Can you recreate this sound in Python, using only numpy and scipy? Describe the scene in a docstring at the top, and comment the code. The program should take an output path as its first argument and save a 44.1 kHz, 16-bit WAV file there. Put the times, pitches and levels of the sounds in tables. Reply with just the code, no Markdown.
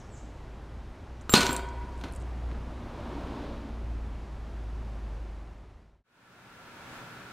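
"""A small bird chirps over a distant engine's drone and the rumble of traffic. A wire fan guard with a
plastic rim, propped on a steel pin, drops on concrete over a rat: each impact excites decaying modes, so
the pin jingles and the guard slams, rattles and rings. The rat bumps the wires and scratches in short
bursts of noise. A far vehicle swells and recedes as its distance changes. The yard fades out, and a room
fades in where an electric fan's turbulent air rushes over the hum of its motor."""
import sys
import numpy as np
from scipy import signal
from scipy.fft import rfft, irfft, next_fast_len
from scipy.io import wavfile

SR = 44100
rng = np.random.default_rng(int(sys.argv[2]) if len(sys.argv) > 2 else 0)


def write(x):
    x = np.atleast_2d(x).T
    wavfile.write(sys.argv[1], SR, np.round(np.clip(x, -1, 1) * 32767).astype(np.int16))


N = 322812
TIME = np.arange(N) / SR

# Levels are relative; a spectrum gives level per unit bandwidth; t60 is the time to decay by 60 dB.
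# the bird's chirps: t/s, level/dB
BIRD_CHIRPS = [(-.09, -51.5), (0.079, -53)]
CHIRP_S, CHIRP_TOP_HZ, CHIRP_FALL_HZ = 0.12, 7950, 2500

# the distant engine's firing tone: t/s, f/Hz, level/dB
ENGINE_FIRING = [(0.0, 57.3, -54), (0.19, 54.86, -49), (0.61, 54.9, -47.5), (0.89, 54.9, -45),
                 (1.04, 59.75, -63), (1.12, 59.4, -43), (1.3, 60.6, -49), (1.62, 61.07, -38),
                 (1.92, 60.33, -44), (2.5, 59.35, -34), (2.86, 58.73, -46.5), (3.65, 56.38, -42.5),
                 (3.92, 56.3, -33.5), (4.3, 54.77, -43.5), (4.72, 53.97, -36), (5.37, 52.34, -37.5),
                 (5.65, 52, -44.5)]
# its harmonics: multiple, level/dB
ENGINE_HARMONICS = [(1, 0.5), (2, -17), (4, -28)]
# harmonics of the exhaust: multiple, level/dB
EXHAUST_HARMONICS = [(3, -13.5), (4, -5), (5, -5), (6, -12), (10, -13), (11, -16), (16, -15.5)]
EXHAUST_LAG_S, EXHAUST_WIDTH_S = 0.045, 0.42  # it points backwards, so it peaks just after the pass
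# traffic rumble: t/s, level/dB
STREET_LEVEL = [(1.2, -45), (1.8, -41.5), (4.2, -43.5)]
# its spectrum: f/Hz, level/dB
STREET_SPECTRUM = [(12, -35.5), (20, -1), (44, -4.5), (70, -0.5), (185, -13), (372, -14.5), (452, -19),
                   (614, -19), (906, -21), (6540, -45.5), (12100, -57.5), (14300, -67.5), (15500, -81)]

# grit and claws tick on wire and concrete: t/s, level/dB, f/Hz
GRIT_TICKS = [(1.2117, -37, 6520), (1.217, -40, 7500), (1.3092, -27, 9450), (1.3218, -26.5, 9960),
              (1.3315, -23, 9000), (1.4668, -10, 5720), (1.4728, -19, 7500), (1.5297, -10.5, 8480),
              (1.5645, -12.5, 8360), (1.6885, -33, 6503), (2.124, -37, 9300), (2.1356, -35, 8400),
              (2.1508, -31.5, 8000), (2.1612, -32, 7720), (2.1638, -32, 8015), (5.74, -47, 4214),
              (5.818, -48, 4790)]

# pin, ground, then rat knock the guard: t/s, level/dB, spectral tilt/(dB per octave), crack hardness/dB
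GUARD_KNOCKS = [(1.2944, -29, -2, 5), (1.317, -38, -2, 3), (1.3238, -32, -2, 3), (1.332, -34, -2, 4),
                (1.3378, -10, 2, 3), (1.3392, -8, -2.5, -0.5), (1.3522, -16.5, 3, 1),
                (1.357, -17.5, 3.5, -3), (1.3705, -25, 0.5, 2), (1.377, -23, 0, 2), (1.4067, -21, 1, 3),
                (1.415, -23, 0.5, 3.5), (1.4305, -25, 0.5, 5), (1.458, -30, 0.5, 4), (1.466, -28, 1.5, 3.5),
                (1.492, -23.5, -3, 0.5), (1.5075, -32.5, -2, 2), (1.5294, -33.5, -3.5, 3),
                (1.5643, -41, 4.5, 4.5), (1.5935, -41.5, -3, 2), (2.012, -45, -1.5, 3),
                (2.0377, -32, -4, -2), (2.0425, -37, -5, 0), (2.049, -39.5, -5.5, -1.5),
                (2.0838, -48, -1, 0), (2.4894, -49, -5, -2), (2.5139, -42.5, -6.5, -2),
                (2.5494, -49, -6.5, -2)]
PIVOT_HZ, TILT_TOP_HZ = 1980, 8000  # the tilt turns about the pivot and levels off above the top
THUD_PER_TILT = 2.8  # dB less thud for each dB per octave of tilt
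# spectrum of the contact crack: f/Hz, level/dB
CRACK_SPECTRUM = [(100, -15), (330, 2), (640, -4.5), (1130, 6), (1500, 7.5), (1780, -5), (2150, 1),
                  (2550, -2), (2900, 4), (3300, -3), (3700, 6), (4700, -7), (5900, -2.5), (8500, -13),
                  (12000, -18), (15000, -28)]
# strong modes of the guard, each split among near-alike spokes: f/Hz, spread/Hz, level/dB, t60/s
STRONG_MODES = [(187, 4.8, -9, 0.34), (229.5, 6.4, -11, .45), (293.5, 31, -6.5, 0.19),
                (367.2, 30, -6.5, 0.13), (691, 7.4, -11.5, 0.74), (983, 55, -2.5, .55),
                (1482, 65, -3, 0.61), (2020, 90, -17.5, 0.76), (2280, 90, -15.5, .8),
                (2423, 25, -13.5, 0.52), (2600, 27, -6, 0.31), (3000, 15, -13.5, 0.42),
                (3250, 150, -16, .7), (3700, 47, -5.5, 0.4), (4200, 125, 3.5, 0.26), (4730, 30, -8, 0.34),
                (4817, 30, -10.5, .33), (8660, 200, -14.5, .38)]
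# spectrum of the crowded weaker modes between them: f/Hz, level/dB
SPOKE_SPECTRUM = [(90, -7.5), (200, -4), (390, -2), (530, -2), (800, -3), (1200, -4.5), (1550, -3),
                  (1950, -5.5), (3500, -4), (6000, -12), (9000, -16.5), (12000, -23.5), (15000, -36)]
# their decay: f/Hz, t60/s
SPOKE_T60 = [(150, 0.44), (500, 0.64), (1500, 0.63), (4000, 0.37), (8000, 0.47), (14000, 0.3)]
# the settling rim, then the leaning rat, damp the ring: t/s, level/dB
RING_DAMPING = [(1.38, 0), (1.5, -2), (1.92, -1), (1.99, -5)]
FREE_FROM_S, FREE_UNTIL_S = 1.335, 1.8  # outside this span the guard is held by the pin or the ground
HELD_SPOKES_DB, HELD_MODES_DB, HELD_THUD_DB, HELD_DB_PER_S = 2, 0.5, -11, -60
PROPPED_DB = -7  # it rings less while it leans on the pin

# blows on the steel pin: t/s, level/dB
PIN_BLOWS = [(1.2971, -28), (1.3092, -31), (1.321, -25.5), (1.3322, -35), (1.368, -35), (1.407, -39),
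             (1.456, -40), (1.499, -42), (1.507, -36), (1.531, -43), (1.5652, -48)]
# its bending modes: f/Hz, waver/Hz, level/dB, t60/s
PIN_BENDING_MODES = [(1169, 53, -8, 0.03), (2750, 20, -23, 0.07), (7428, 30, 1, 0.21),
                     (14500, 110, -5, .18)]

# mode pairs of the whole hoop: f/Hz, beat/Hz, level/dB, t60/s
HOOP_PAIRS = [(381, 7.7, -34.5, 1.6), (517, 10, -42, 1.5), (890, 9.6, -42, 1.5), (953, 8.7, -33.8, 2.7),
              (1012, 13, -41, 2.3), (1110, 22, -47, 1.6), (1478, 16, -41.5, 1.6), (2000, 27, -49, 1.6),
              (2260, 23, -49, 1.7), (2430, 14, -48.5, 1.3), (3225, 16, -48, 1.2), (3750, 61, -52.5, 1.1),
              (4140, 37, -51, 1.1), (4670, 53, -49.5, 1.05)]
LANDING_S, HOOP_TWIN_DB = 1.339, -7.5
LEAN_S, LEAN_DB_PER_S = 1.914, -17  # the rat leans on the hoop
RATTLE_S, RATTLE_GAP_S, RATTLE_DB, RATTLE_DB_PER_S = 1.3445, .016, -22, -170

# the rat's scratches: t/s, gap between claws/s, level/dB, f/Hz
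PAW_SCRATCHES = [(1.979, .008, -44, 8030), (2.201, .0073, -41, 7150)]

# tyre noise of the passing vehicle: f/Hz, level/dB
TYRE_SPECTRUM = [(60, -14.5), (160, -2), (290, 0.5), (450, -7.5), (620, -5), (780, -8.5), (950, -6.5),
                 (2000, -21), (3600, -25), (6000, -37), (9000, -44), (15000, -54.5)]
PASS_S, PASS_DB, PASS_WIDTH_S = 3.2, -41.5, 0.36  # width: nearest distance over speed
PASS_FALLOFF = 2.35  # power of distance; over 1 because walls screen the vehicle
# the low rush and hiss of its tail: f/Hz, level/dB
TAIL_SPECTRUM = [(80, -14.5), (270, 2), (600, -5.5), (950, -12.5), (2000, -21), (4000, -23), (7000, -42.5),
                 (15000, -58)]
TAIL_S, TAIL_DB, TAIL_WIDTH_S = 3.45, -3, 0.18

# the room fan's rush of air: f/Hz, level/dB
AIR_SPECTRUM = [(30, -9), (80, -8), (115, -1), (220, -4), (450, -7), (1260, -6.5), (1330, -3.5),
                (1440, -1.5), (1560, -7), (1690, -4), (1850, -10.5), (2550, -12), (3000, -16.5),
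                (3450, -17), (4700, -22.5), (15500, -35.5)]
# its motor's tones: f/Hz, level/dB
MOTOR_HUM = [(120, -9), (179.5, -11.5), (240, -10), (300, -16.5), (360, -17), (937, -13.5), (1347, -10.5),
             (1490, -13)]
# weighting of the rush in the stereo side signal: f/Hz, level/dB
SIDE_WEIGHTING = [(60, -13), (110, -14), (200, -15), (380, -14), (700, -15), (1290, -9), (2380, -3.5),
                  (4400, -1), (8120, 0), (15000, -1)]
FAN_DB = -48.5
SWELL_S, SWELL_WIDTH_S, SWELL_DB = 6.96, 0.1, 2.5  # the rush swells once, briefly

FADE_OUT_S, SILENT_S, FADE_IN_END_S = 5.13, 6.035, 6.91
CUTOFF_HZ = 15700


def from_db(db):
    """Amplitude ratio of a level in decibels."""
    return 10 ** (np.asarray(db) / 20)


def in_time(rows):
    """Linear interpolation in time, one curve per column."""
    s, *columns = np.transpose(rows)
    return [np.interp(TIME, s, c) for c in columns]


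def at_hz(points, hz):
    """Interpolation on a logarithmic frequency axis."""
    f, value = np.transpose(points)
    return np.interp(np.log(np.maximum(hz, 1)), np.log(f), value)


def add(track, s, sound):
    """Superposition: a sound joins the track at time s."""
    i = max(round(s * SR), 0)
    track[i:i + len(sound)] += sound[:N - i]


def drift(rate, t=TIME):
    """Random modulation: straight lines through `rate` Gaussian values a second."""
    knots = rng.standard_normal(4096)
    return np.interp(t * rate, np.arange(len(knots)), knots)


def coloured(spectrum):
    """Spectral shaping of white noise, scaled to unit rms."""
    size = next_fast_len(N)
    hz = np.arange(size // 2 + 1) * SR / size
    gain = from_db(at_hz(spectrum, hz)) * (hz > 15)
    noise = irfft(rfft(rng.standard_normal(size)) * gain, size)[:N]
    return noise / np.sqrt(np.mean(noise ** 2) + 1e-20)


def bird(rasp_hz=1800, swell=1.6, echo_t60=0.64, level_db=-3.5):
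    """Frequency modulation turns a falling whistle raspy; reverberation off the yard walls smears it."""
    out, whistle, t = np.zeros(N), 0, TIME[:SR // 2]
    for s, db in BIRD_CHIRPS:
        progress = np.clip((t - s) / CHIRP_S, 0, 1)
        hz = CHIRP_TOP_HZ - progress ** 2 * (CHIRP_FALL_HZ + rasp_hz * drift(1500, t))
        envelope = from_db(db) * np.sin(np.pi * progress ** swell)
        whistle += envelope * np.sin(2 * np.pi * np.cumsum(hz) / SR)
    walls = rng.standard_normal(len(t)) * from_db(-60 * t / echo_t60)
    add(out, 0, 0.7 * whistle)
    add(out, 0, signal.fftconvolve(whistle, walls / np.linalg.norm(walls)))
    return from_db(level_db) * out


def engine(waver_hz=0.7, waver_db=5.0):
    """Periodic firing gives a harmonic series: the low tones carry far, the exhaust only in passing."""
    hz, db = in_time(ENGINE_FIRING)
    phase = 2 * np.pi * np.cumsum(hz + waver_hz * drift(14)) / SR
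    drone = sum(from_db(level) * np.sin(k * phase) for k, level in ENGINE_HARMONICS)
    exhaust = sum(from_db(level + waver_db * drift(12)) * np.sin(k * phase)
                  for k, level in EXHAUST_HARMONICS)
    return np.sqrt(2) * from_db(db) * drone + passing(PASS_S + EXHAUST_LAG_S, EXHAUST_WIDTH_S) * exhaust


def street():
    """Incoherent sources add up to noise: traffic merges into a low rumble."""
    return from_db(in_time(STREET_LEVEL)[0]) * coloured(STREET_SPECTRUM)


def ticks(edge_ratio=1.19, snap_t60=0.0041, tail_db=-19.0, tail_t60=0.073, level_db=-2.5):
    """Brief contacts excite high frequencies: grit and claws snap brightly, then ring faintly."""
    out, t = np.zeros(N), TIME[:SR // 10]
    envelope = from_db(-60 * t / snap_t60) + from_db(tail_db - 60 * t / tail_t60)
    for s, db, hz in [*GRIT_TICKS, *claws(count=4)]:
        band = signal.butter(2, [hz / edge_ratio, hz * edge_ratio], "band", fs=SR, output="sos")
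        burst = envelope * rng.standard_normal(len(t))
        add(out, s, from_db(db + level_db) * signal.sosfilt(band, burst))
    return out


def crowded_modes(spectrum, decay, count):
    """Random modes of unit total power, their modal density highest in the bass: f/Hz, level/dB, t60/s."""
    places = np.arange(count) + rng.random(count)
    hz = np.interp(places, [0, count], np.sqrt([80, 15700])) ** 2
    db = at_hz(spectrum, hz) + 10 * np.log10(np.sqrt(hz))  # where modes are sparser, each carries more
    total_db = 10 * np.log10(np.sum(from_db(db) ** 2) / 2)
    return hz, db - total_db, at_hz(decay, hz)


def split(modes, count):
    """Mode splitting: each mode becomes detuned partials that beat: f/Hz, level/dB, t60/s."""
    hz, spread_hz, db, t60 = np.repeat(modes, count, axis=0).T
    place = (np.arange(len(hz)) % count + rng.random(len(hz))) / count
    return hz + spread_hz * (2 * place - 1), db - 10 * np.log10(count), t60


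def struck(hz, db, t60, t, tilts):
    """Modal superposition, one row per blow; each has its own tilt, so it rings brighter or duller."""
    t, omega, decay_rate = np.float32(t), np.float32(2 * np.pi * hz), np.float32(np.log(1000) / t60)
    rings = np.sin(np.outer(omega, t)) * np.exp(np.outer(-decay_rate, t))
    signs = rng.choice([-1, 1], (len(tilts), len(hz)))  # each blow lands on a different spot
    octaves = np.log2(np.minimum(hz, TILT_TOP_HZ) / PIVOT_HZ)
    strengths = signs * from_db(db + tilts[:, None] * octaves)
    return np.float32(strengths) @ rings


def guard(spokes_db=-16.5, modes_db=-17.5, crack_t60=.024,
          thud_db=-6.5, thud_hz=262, thud_t60=0.046, chatter_db=2.0):
    """Impact excitation: each knock cracks at the contact, thumps the rim and sets the spokes ringing."""
    contact, ringing, t = np.zeros(N), np.zeros(N), TIME[:SR * 2 // 3]
    knocks = np.vstack([GUARD_KNOCKS, rattle(count=13)])
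    tilts = knocks[:, 2]
    cracks = struck(*crowded_modes(CRACK_SPECTRUM, [(1000, crack_t60)], count=600), t[:SR // 20], tilts)
    crowds = struck(*crowded_modes(SPOKE_SPECTRUM, SPOKE_T60, count=640), t, tilts)
    rings = struck(*split(STRONG_MODES, count=9), t, tilts)
    low_cut = signal.butter(1, thud_hz / 2, "high", fs=SR, output="sos")  # a cage radiates no deep bass
    thud = signal.sosfilt(low_cut, -np.sin(2 * np.pi * thud_hz * t) * from_db(-60 * t / thud_t60))
    for (s, db, tilt, hardness_db), crack, crowd, ring in zip(knocks, cracks, crowds, rings):
        held = not FREE_FROM_S < s < FREE_UNTIL_S
        ring_db = db + (s < FREE_FROM_S) * PROPPED_DB + held * HELD_DB_PER_S * t
        add(contact, s, from_db(db + hardness_db) * crack)
        add(contact, s, from_db(db + thud_db - THUD_PER_TILT * tilt + held * HELD_THUD_DB) * thud)
        add(contact, s, from_db(ring_db + spokes_db + held * HELD_SPOKES_DB) * crowd)
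        add(ringing, s, from_db(ring_db + modes_db + held * HELD_MODES_DB) * ring)
    chatter = from_db(chatter_db * drift(70))  # the rim chatters on the ground, so the ring wavers
    damping = from_db(in_time(RING_DAMPING)[0])
    return contact + damping * (chatter * ringing + hoop())


def pin(rise_s=0.002, waver_db=2.5):
    """Bending modes of a bar: the prop tumbles, and each touch checks its ring and starts it afresh."""
    out = np.zeros(N)
    s, db = np.transpose(PIN_BLOWS)
    t = s[0] + TIME[:SR]
    latest = np.searchsorted(s, t, "right") - 1
    lag = np.exp(-1 / (rise_s * SR))
    for hz, waver_hz, mode_db, t60 in PIN_BENDING_MODES:
        decay = from_db(db[latest] - 60 * (t - s[latest]) / t60)
        envelope = signal.lfilter([1 - lag], [1, -lag], decay)
        phase = 2 * np.pi * np.cumsum(hz + waver_hz * drift(140, t)) / SR
        add(out, s[0], envelope * from_db(mode_db + waver_db * drift(130, t)) * np.sin(phase))
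    return out


def hoop(waver_share=.0055, waver_db=3.5):
    """Beating mode pairs: the landed hoop rings on, rough as it rocks, until the rat damps it."""
    out, t = np.zeros(N), TIME[:SR]
    leaning_db = LEAN_DB_PER_S * np.maximum(LANDING_S + t - LEAN_S, 0)
    for hz, beat_hz, db, t60 in HOOP_PAIRS:
        phase = 2 * np.pi * np.cumsum(hz * (1 + waver_share * drift(70, t))) / SR
        pair = np.sin(phase) + from_db(HOOP_TWIN_DB) * np.sin(phase + 2 * np.pi * beat_hz * t)
        add(out, LANDING_S, from_db(db - 60 * t / t60 + leaning_db + waver_db * drift(50, t)) * pair)
    return out


def rattle(count, unevenness=.3, mean_tilt=-0.5, tilt_scatter=3.0, hardness_db=-3.0):
    """Inelastic collisions: the rim settles in ever weaker touches; columns as in GUARD_KNOCKS."""
    late, _, bright = rng.uniform(-1, 1, (count, 3)).T
    after_s = RATTLE_GAP_S * (np.arange(count) + unevenness * (late - late[0]))
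    db = RATTLE_DB + RATTLE_DB_PER_S * after_s
    tilts = mean_tilt + tilt_scatter * bright
    return np.column_stack([RATTLE_S + after_s, db, tilts, np.full(count, hardness_db)])


def claws(count):
    """A scratch is an impulse train, the claws catching one after another: t/s, level/dB, f/Hz."""
    return [(s + k * gap, db, hz) for s, gap, db, hz in PAW_SCRATCHES for k in range(count)]


def passing(nearest_s, width_s):
    """Spreading and screening: a passing source's amplitude falls as a power of its distance."""
    relative_distance = np.hypot(1, (TIME - nearest_s) / width_s)
    return from_db(PASS_DB) / relative_distance ** PASS_FALLOFF


def vehicle():
    """Moving noise sources swell and recede with distance: first the tyres, then the tail's rush."""
    tail = from_db(TAIL_DB) * passing(TAIL_S, TAIL_WIDTH_S) * coloured(TAIL_SPECTRUM)
    tyres = passing(PASS_S, PASS_WIDTH_S) * coloured(TYRE_SPECTRUM)
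    return tyres + tail


def room_fan(hum_waver_db=1.5, side_db=-6.0):
    """Turbulence at the blades rushes over the motor's hum; wall reflections widen the rush a little."""
    hum = sum(from_db(db + hum_waver_db * drift(15)) * np.sin(2 * np.pi * hz * TIME + .5 * drift(19))
              for hz, db in MOTOR_HUM)
    side = from_db(side_db) * coloured([(hz, db + at_hz(SIDE_WEIGHTING, hz)) for hz, db in AIR_SPECTRUM])
    rush = coloured(AIR_SPECTRUM) + side * [[1], [-1]]
    swell = from_db(SWELL_DB * np.exp(-((TIME - SWELL_S) / SWELL_WIDTH_S) ** 2))
    return from_db(FAN_DB) * (swell * rush + hum)


def scene(out_curve=0.96, in_curve=0.98):
    """The yard's sources superpose in mono, then fade through silence to the room in stereo."""
    yard = guard() + pin() + ticks() + bird() + engine() + street() + vehicle()
    fade_out = np.clip((SILENT_S - TIME) / (SILENT_S - FADE_OUT_S), 0, 1) ** out_curve
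    fade_in = np.clip((TIME - SILENT_S) / (FADE_IN_END_S - SILENT_S), 0, 1) ** in_curve
    return yard * fade_out + room_fan() * fade_in


def record(dry):
    """Soft saturation rounds the loudest peaks; a steep low-pass filter cuts the highest treble."""
    rounded = 1.1 * np.tanh(dry / 1.1)
    return signal.sosfilt(signal.ellip(10, .1, 80, CUTOFF_HZ, fs=SR, output="sos"), rounded)


dry = scene()
out = record(dry)
write(out)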